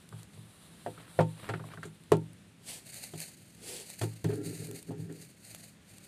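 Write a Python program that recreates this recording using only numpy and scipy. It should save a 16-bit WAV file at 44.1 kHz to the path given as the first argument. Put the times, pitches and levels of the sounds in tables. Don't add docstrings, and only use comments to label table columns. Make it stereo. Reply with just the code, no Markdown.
import sys
import numpy as np
from scipy import signal
from scipy.fft import rfft, irfft, next_fast_len
from scipy.io import wavfile
from scipy.ndimage import uniform_filter1d

SR = 44100
rng = np.random.default_rng(int(sys.argv[2]) if len(sys.argv) > 2 else 0)


def persist_wave(psi):
    counts = np.round(np.clip(psi, -1, 1) * 32767).astype(np.int16)
    wavfile.write(sys.argv[1], SR, np.atleast_2d(counts).T)


N = 267687
TIME = np.arange(N) / SR


def knocks():
    # start_s, level_db, low_wall_db,
    # air_boom_db, brightness_db, tick_db, spot_pitch_hz, spot_boost_db, left_minus_right_db
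    blows = [ (0.126, -52, 13.5, 14, 2, -2, 1205, 10.5, 1), (.333, -62.5, 2, 15.5, 7, 16, 1580, 6, 2),
             (0.373, -60, 20.5, 21, -5, -8, 111, -4, 1), (.863, -33.5, -9, -6, 0.5, -13, 594, 7.5, -1),
             (0.978, -55.5, -15, 4, -2, 0, 1340, 14, 3), (1.190, -23.5, 0, 5, 5.5, -15.5, 527, 8, -0.5),
             (1.206, -38.5, -19, -22, 7.5, 7.5, 916, 17, 2),
             (1.490, -31.5, 0.5, -4, 6, -1.5, 1360, 6.5, -2), (1.537, -40, -4, 11.5, 17, -7.5, 404, 4, 0.5),
             (1.596, -46.5, 10.5, 6, 6, -14, 1190, 6.5, 1), (1.64, -50, -1, 12, -1, -16, 1130, 9.5, 0.5),
             (1.736, -52.5, 5, 7, 1, 9, 1170, 15, 4), (1.774, -49, -3, 9.5, 3, -10, 1570, 12, 0.5),
             (1.831, -51.5, 6, -14, 9, 16, 1590, 18.5, 0.5), (1.853, -56, 11, 19.5, -17, 22, 366, 14, 2),
             (2.119, -37.5, -22, -24, 3, -3, 1010, 24, 3.5), (2.120, -23, -6, 3, -1, -2, 396, 9, 0),
             (3.136, -47, 1, 8, 1, 11, 343, 6, 2), (4.014, -32.5, 4, -6, 2, 7.5, 634, -3.5, 0.5),
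             (4.034, -44, -21, 5.5, 9, -7, 374, 12, 7), (4.245, -39.5, 14, 20, 6, 6.5, 332, 14, 2.5),
             (4.301, -44.5, -8, -11, 8.5, 1, 855, -5, 3), (4.327, -49, -4, -8, 10, -3, 402, -2, 2),
             (4.907, -39.5, -10, -8, -12.5, -12, 650, -7, 8.5), (5.097, -68, -6, 6, 28, -2, 302, 8, -1)]
    # pitch_hz, level_db, fade_60db_s
    crack = [(295, 0.5, 0.21), (670, -20.5, 0.13), (1240, -8.5, 0.056), (2230, -20, 0.13),
             (3380, -11, 0.13), (5540, -20, 0.028), (8540, -14, 0.13), (13300, -31, 0.017)]
    crack = np.array(crack)
    out, t = np.zeros((2, N)), np.arange(SR // 2) / SR
    centres = 350 * 2 ** (np.arange(11) / 2)
    bands = [signal.butter(2, [hz / 2 ** .25, hz * 2 ** .25], "band", fs=SR, output="sos")
             for hz in centres]
    for start_s, db, wall_db, boom_db, bright_db, tick_db, spot_hz, spot_db, pan_db in blows:
        tone = [(110, wall_db), (160, boom_db), (300, 0), (750, 0), (1500, bright_db), (6000, tick_db)]
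        drive = lambda hz: at(hz, tone) + 0.96 * spot_db * np.exp(-(np.log2(hz / spot_hz) / 0.36) ** 2)
        sound = jug_ring(t, drive, scatter_db=2.0, build_cycles=0.75, phase_blur=1.25) * np.ones((2, 1))
        sound += dent(t, spot_hz, db=1 + spot_db, cycles=26.0)
        for hz, band in zip(centres, bands):
            middle, side = unit(signal.sosfilt(band, rng.standard_normal((2, len(t)))))
            band_db, fade_s = at(hz, crack[:, :2]), at(hz, crack[:, ::2])
            fade = undb(band_db + drive(hz) - 60 * t / fade_s)
            width = min(0.77 + hz / 6000, 1)
            sound += fade * (middle + width * side * np.array([[1], [-1]]))
        add(out, start_s, sound * undb(db) * pan(pan_db))
    return out


def jug_ring(t, drive, scatter_db, build_cycles, phase_blur):
    # pitch_hz, level_db, fade_60db_s
    jug_tones = [(110.8, 4, 0.38), (160.1, 2.5, 0.35), (201.5, -8.5, 0.27), (254.3, -5.5, 0.22),
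                 (296.5, -8, 0.32), (325, -8.5, 0.2), (379.7, -0.5, 0.13), (414, 2, 0.13), (427, -3, 0.072),
                 (508.6, -10, 0.21), (573, -4, 0.059), (622, -2.5, 0.081), (694, 0, 0.081),
                 (798.6, -8.5, 0.16), (901, -12.5, 0.18), (922, -25, 0.27), (1044, -14, 0.047),
                 (1276, -24, 0.11), (1375, -19.5, 0.14), (1604, -12, 0.032), (1820, -5.5, 0.019)]
    hz, db, fade_s = np.transpose(jug_tones)[:, :, None]
    chance = rng.standard_normal((len(jug_tones), 3, 1))
    gain = undb(db + drive(hz) + scatter_db * chance[:, 0])
    build_up = 1 - np.exp(-t * hz / build_cycles)
    phase = 2 * np.pi * hz * (1 + 0.0028 * chance[:, 1]) * t + phase_blur * hz / 700 * chance[:, 2]
    return np.sum(gain * build_up * undb(-60 * t / fade_s) * np.sin(phase), axis=0)


def dent(t, hz, db, cycles):
    overtone = 0.06 * np.sin(2 * np.pi * 2.77 * hz * t) * undb(-30 * t * hz / cycles)
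    return (np.sin(2 * np.pi * hz * t) + overtone) * undb(db - 60 * t * hz / cycles)


def drag(belly_db, wall_db, pan_db):
    # pitch_hz, gain_db
    belly_drive = [(110, -7), (160, -0.5), (200, -29), (300, -27.5)]
    # pitch_hz, gain_db
    wall_drive = [(160, -30), (200, -16), (255, 3.5), (298, 8), (380, 0), (425, 2), (520, -10.5),
                  (700, -21), (820, -21), (1000, -35), (1400, -2.5), (2000, -9)]
    # peak_at_s, hold_s, boom_db, rasp_db
    lurches = [(4.279, 0.062, -35, -30), (4.386, 0.031, -41, -34.5), (4.47, 0.054, -36.5, -38.5),
               (4.603, 0.034, -39, -44), (4.689, 0.059, -44, -41.5), (4.897, 0.021, -38.5, -37.5),
               (4.993, 0.08, -36.5, -47), (5.103, 0.0069, -45, -40.5), (5.195, .02, -47.5, -61)]
    belly = judder(belly_drive, slips_per_s=40, uneven_db=4, damping_db_per_s=13)
    wall = judder(wall_drive, slips_per_s=52, uneven_db=3.5, damping_db_per_s=58)
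    force = np.array([gesture(peak_at_s, 0.026, hold_s, db=0, sag_db_per_s=61, fade_db_per_s=204)
                      for peak_at_s, hold_s, _, _ in lurches])
    gains = undb(np.array(lurches)[:, 2:]).T
    boom, rasp = np.sqrt(gains ** 2 @ force ** 2)
    return (belly * boom * undb(belly_db) + wall * rasp * undb(wall_db)) * pan(pan_db)


def judder(drive, slips_per_s, uneven_db, damping_db_per_s):
    out, t = np.zeros(N), np.arange(SR // 3) / SR
    for _ in range(3):
        slips = (rng.random(N) < slips_per_s / SR) * undb(uneven_db * rng.standard_normal(N))
        ring = jug_ring(t, lambda hz: at(hz, drive), scatter_db=0.0, build_cycles=0.87, phase_blur=2.17)
        out += signal.fftconvolve(slips, ring * undb(-damping_db_per_s * t))[:N]
    power = uniform_filter1d(out ** 2, size=1500)
    return out / np.sqrt(power + 0.034 * power.mean())


def hook_scrape(db, grit_db):
    # peak_at_s, rise_s, hold_s, level_db
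    strokes = [(1.0, .1, 0.092, -57), (1.378, .03, 0.014, -57), (1.447, 0.079, 0.033, -50),
               (1.58, 0.058, 0.11, -61.5), (1.70, 0.033, .03, -54), (1.841, 0.031, 0.0054, -53)]
    # pitch_hz, level_db
    rub_tone = [(300, 4), (800, -6.5), (1300, -3.5), (1800, -4.5), (2400, -8), (3200, -10), (4200, -14),
                (6000, -26), (14000, -23)]
    rub = rng.standard_normal(N) + .5 * rng.standard_normal((2, N))
    power = sum(gesture(*stroke, sag_db_per_s=30, fade_db_per_s=293) ** 2 for stroke in strokes)
    rasp = unit(colour(rub, rub_tone) * undb(grit_db * wobble(200)))
    return rasp * np.sqrt(power) * undb(db)


def snake_hisses(db, flutter_db):
    # peak_at_s, rise_s, hold_s, level_db, throat_db
    breaths = [(2.689, 0.052, .055, -43.5, -34), (3.69, 0.099, 0.12, -43, -9)]
    # pitch_hz, level_db
    rush_tone = [(150, -14), (600, -5), (1000, -5.5), (2500, -7.5), (4600, -0.5), (5200, -8), (7000, -2.5),
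                 (9000, 2), (10200, -1.5), (11200, -6), (14500, -11.5)]
    # pitch_hz, level_db
    throat_tone = [(150, -25), (280, -3), (400, 11), (500, 4), (700, -43), (1500, -60)]
    air = from_left(lambda: rng.standard_normal(N), lag_ms=0.38, blur_hz=2600, shade_db=-8.5)
    rush, throat = unit(colour(air, rush_tone)), unit(colour(air, throat_tone))
    bursts = sum(gesture(*breath, sag_db_per_s=31, fade_db_per_s=213) * (rush + undb(throat_db) * throat)
                 for *breath, throat_db in breaths)
    return bursts * undb(db + flutter_db * wobble(72))


def leaf_rustle(leaf_tone, db, cracks_per_s, spread_db, scrape_db, flutter_db):
    # peak_at_s, rise_s, hold_s, level_db
    stirs = [(2.885, 0.064, .27, -50.5), (3.029, 0.21, 0.005, -47.5), (3.203, 0.07, 0.02, -44),
             (3.27, .05, 0.052, -53.5), (3.39, 0.049, 0.18, -62.5), (3.87, 0.046, 0.082, -53),
             (4.024, 0.077, 0.013, -46.5), (4.09, .05, 0.18, -59.5), (4.29, 0.061, 0.06, -55),
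             (4.448, 0.028, 0.036, -46.5), (4.55, 0.18, 0.11, -49), (4.768, 0.12, 0.0045, -50),
             (4.87, .02, 0.018, -60), (5.004, 0.06, 0.012, -57), (5.14, 0.078, .18, -59.5),
             (5.205, 0.11, 0.027, -55), (5.45, 0.083, .24, -53), (5.89, 0.075, .17, -59.5),
             (6.03, .1, .03, -59)]

    def crackle():
        hits = rng.random(N) < cracks_per_s / SR
        sizes = undb(spread_db * np.minimum(rng.exponential(size=N), 4))
        cracks = unit(hits * sizes * rng.choice([-1, 1], N))
        return cracks + undb(scrape_db) * rng.standard_normal(N)
    rustle = colour(from_left(crackle, lag_ms=0.4476, blur_hz=6350, shade_db=-9.5), leaf_tone)
    power = sum(gesture(*stir, sag_db_per_s=19.5, fade_db_per_s=194) ** 2 for stir in stirs)
    return unit(rustle) * np.sqrt(power) * undb(db + flutter_db * wobble(90))


def snaps(leaf_tone, fade_60db_s):
    # start_s, level_db, left_minus_right_db
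    breaks = [(0.09, -33, 1), (.126, -50, -1), (0.231, -34, 2), (2.037, -41, -4), (2.119, -20, 13.5),
              (2.169, -35, 4), (2.332, -41, 7), (2.943, -27, -4), (3.029, -30, 2), (3.195, -29, 4),
              (3.203, -19, 2), (3.80, -29, 5), (3.901, -23.5, 0), (4.243, -26, 9), (4.357, -33, 2),
              (4.670, -31, 10), (4.712, -27.5, 7.5), (4.828, -31, 5), (5.125, -37, 6), (5.548, -26.5, 10),
              (5.983, -33, 8)]
    out, t = np.zeros((2, N)), np.arange(SR // 20) / SR
    for start_s, db, pan_db in breaks:
        tick = rng.standard_normal((2, len(t))) * undb(db - 60 * t / fade_60db_s)
        add(out, start_s, tick * pan(pan_db))
    return colour(out, leaf_tone)


def woodland():
    # pitch_hz, level_db
    air_tone = [(25, -43), (50, 0), (100, 9.5), (150, 11.5), (220, 5.5), (350, 2.5), (500, -7), (900, -17),
                (1500, -13.5), (2700, -13.5), (4500, -19.5), (5300, -22), (8700, -20.5), (14000, -35.5)]
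    # pitch_hz, level_db
    hum_notes = [(111, -62.5), (170, -57), (205, -60.5), (256, -67)]
    # pitch_hz, level_db
    thin_tone = [(1000, 3.5), (2500, -2.5), (3900, 4), (5300, -8.5), (6800, -9), (7600, 1), (8200, -0.5),
                 (9100, 5), (10400, 1.5), (11000, -6), (11700, -3.5), (14000, -10.5)]
    # time_s, level_db
    thin_levels = [(0, -56.5), (.5, -56), (1, -53.5), (1.5, -54.5), (1.9, -58.5), (2.25, -62.5),
                   (6.07, -101)]
    side = colour(rng.standard_normal(N), [(200, -31), (600, -0.5), (2000, -0.5), (8000, -3.0)])
    air = unit(colour(rng.standard_normal(N) + side * np.array([[1], [-1]]), air_tone))
    air *= undb(-55.5 + wobble(12))
    hum = np.zeros(N)
    for hz, db in hum_notes:
        gain = undb(db + 2 * wobble(20))
        pitch_hz = hz * (1 + 0.01323 * wobble(9))
        hum += gain * np.sin(2 * np.pi * np.cumsum(pitch_hz) / SR)
    thin = unit(colour(rng.standard_normal((2, N)), thin_tone))
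    thin *= swell(thin_levels) * undb(-3.0 + 2.3 * wobble(27.9))
    return air + hum + thin * pan(db=0.5)


def from_left(source, lag_ms, blur_hz, shade_db):
    direct, scattered = source(), source()
    hz = np.geomspace(100, 16000, 16)
    alike = 1 / (1 + (hz / blur_hz) ** 2)
    shade = shade_db * np.clip(np.log2(hz / 3500) / 2, 0, 1)
    late = np.interp(TIME - lag_ms / 1000, TIME, direct)
    right = colour(late, np.c_[hz, 10 * np.log10(alike) + shade])
    right += colour(scattered, np.c_[hz, 10 * np.log10(1 - alike) + shade])
    return np.array([direct, right])


def gesture(peak_at_s, rise_s, hold_s, db, sag_db_per_s, fade_db_per_s):
    t = TIME - peak_at_s
    rise = 20 * np.minimum(t, 0) / max(rise_s, 1 / SR)
    return undb(db + rise - sag_db_per_s * np.clip(t, 0, hold_s) - fade_db_per_s * np.maximum(t - hold_s, 0))


def undb(db):
    return 10 ** (np.asarray(db) / 20)


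def unit(x):
    return x / np.sqrt(np.mean(x ** 2))


def at(hz, points):
    pitches, values = np.transpose(points)
    return np.interp(np.log(np.maximum(hz, 1)), np.log(pitches), values)


def colour(x, points):
    size = next_fast_len(N + 4096)
    gain = undb(at(np.fft.rfftfreq(size, 1 / SR), points))
    return irfft(rfft(x, size) * gain, size)[..., :N]


def swell(curve):
    s, db = np.transpose(curve)
    return uniform_filter1d(undb(np.interp(TIME, s, db)) * (TIME >= s[0]) * (TIME <= s[-1]), size=300)


def wobble(per_s):
    step = max(int(SR / per_s), 1)
    return 1.2 * uniform_filter1d(np.repeat(rng.standard_normal(N // step + 1), step), step)[:N]


def pan(db):
    return undb(np.array([[db], [-db]]) / 2)


def add(out, start_s, sound):
    i = max(int(start_s * SR), 0)
    out[:, i:i + sound.shape[-1]] += sound[:, :N - i]


def scene():
    # pitch_hz, gain_db
    jug_output = [(25, -12), (55, -16), (80, -4.5), (105, 0), (15000, -4)]
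    # pitch_hz, level_db
    leaf_tone = [(200, -23), (600, -4.5), (1200, -12), (2200, -9.5), (3200, -9), (4500, -4.5), (5100, -11),
                 (6500, -6.5), (8600, -0.5), (10000, -3.5), (11300, -8.5), (14500, -9.5)]
    jug = knocks() + drag(belly_db=2.5, wall_db=2.0, pan_db=2.0) + hook_scrape(db=6.5, grit_db=4.0)
    leaves = leaf_rustle(leaf_tone, db=3.5, cracks_per_s=1600, spread_db=4, scrape_db=5.0, flutter_db=2.5)
    leaves += snaps(leaf_tone, fade_60db_s=0.0099)
    return colour(jug, jug_output) + leaves + snake_hisses(db=4.0, flutter_db=1.04) + woodland()


def record(dry):
    # pitch_hz, gain_db
    right_mic = [(60, -13.5), (220, -13), (380, -12.5), (520, -1), (700, 0.5), (15000, -1)]
    both_sides = np.array([dry[0], colour(dry[1], right_mic)])
    return signal.sosfilt(signal.ellip(10, .2, 70, 14400, fs=SR, output="sos"), both_sides)


dry = scene()
out = record(dry)
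persist_wave(out)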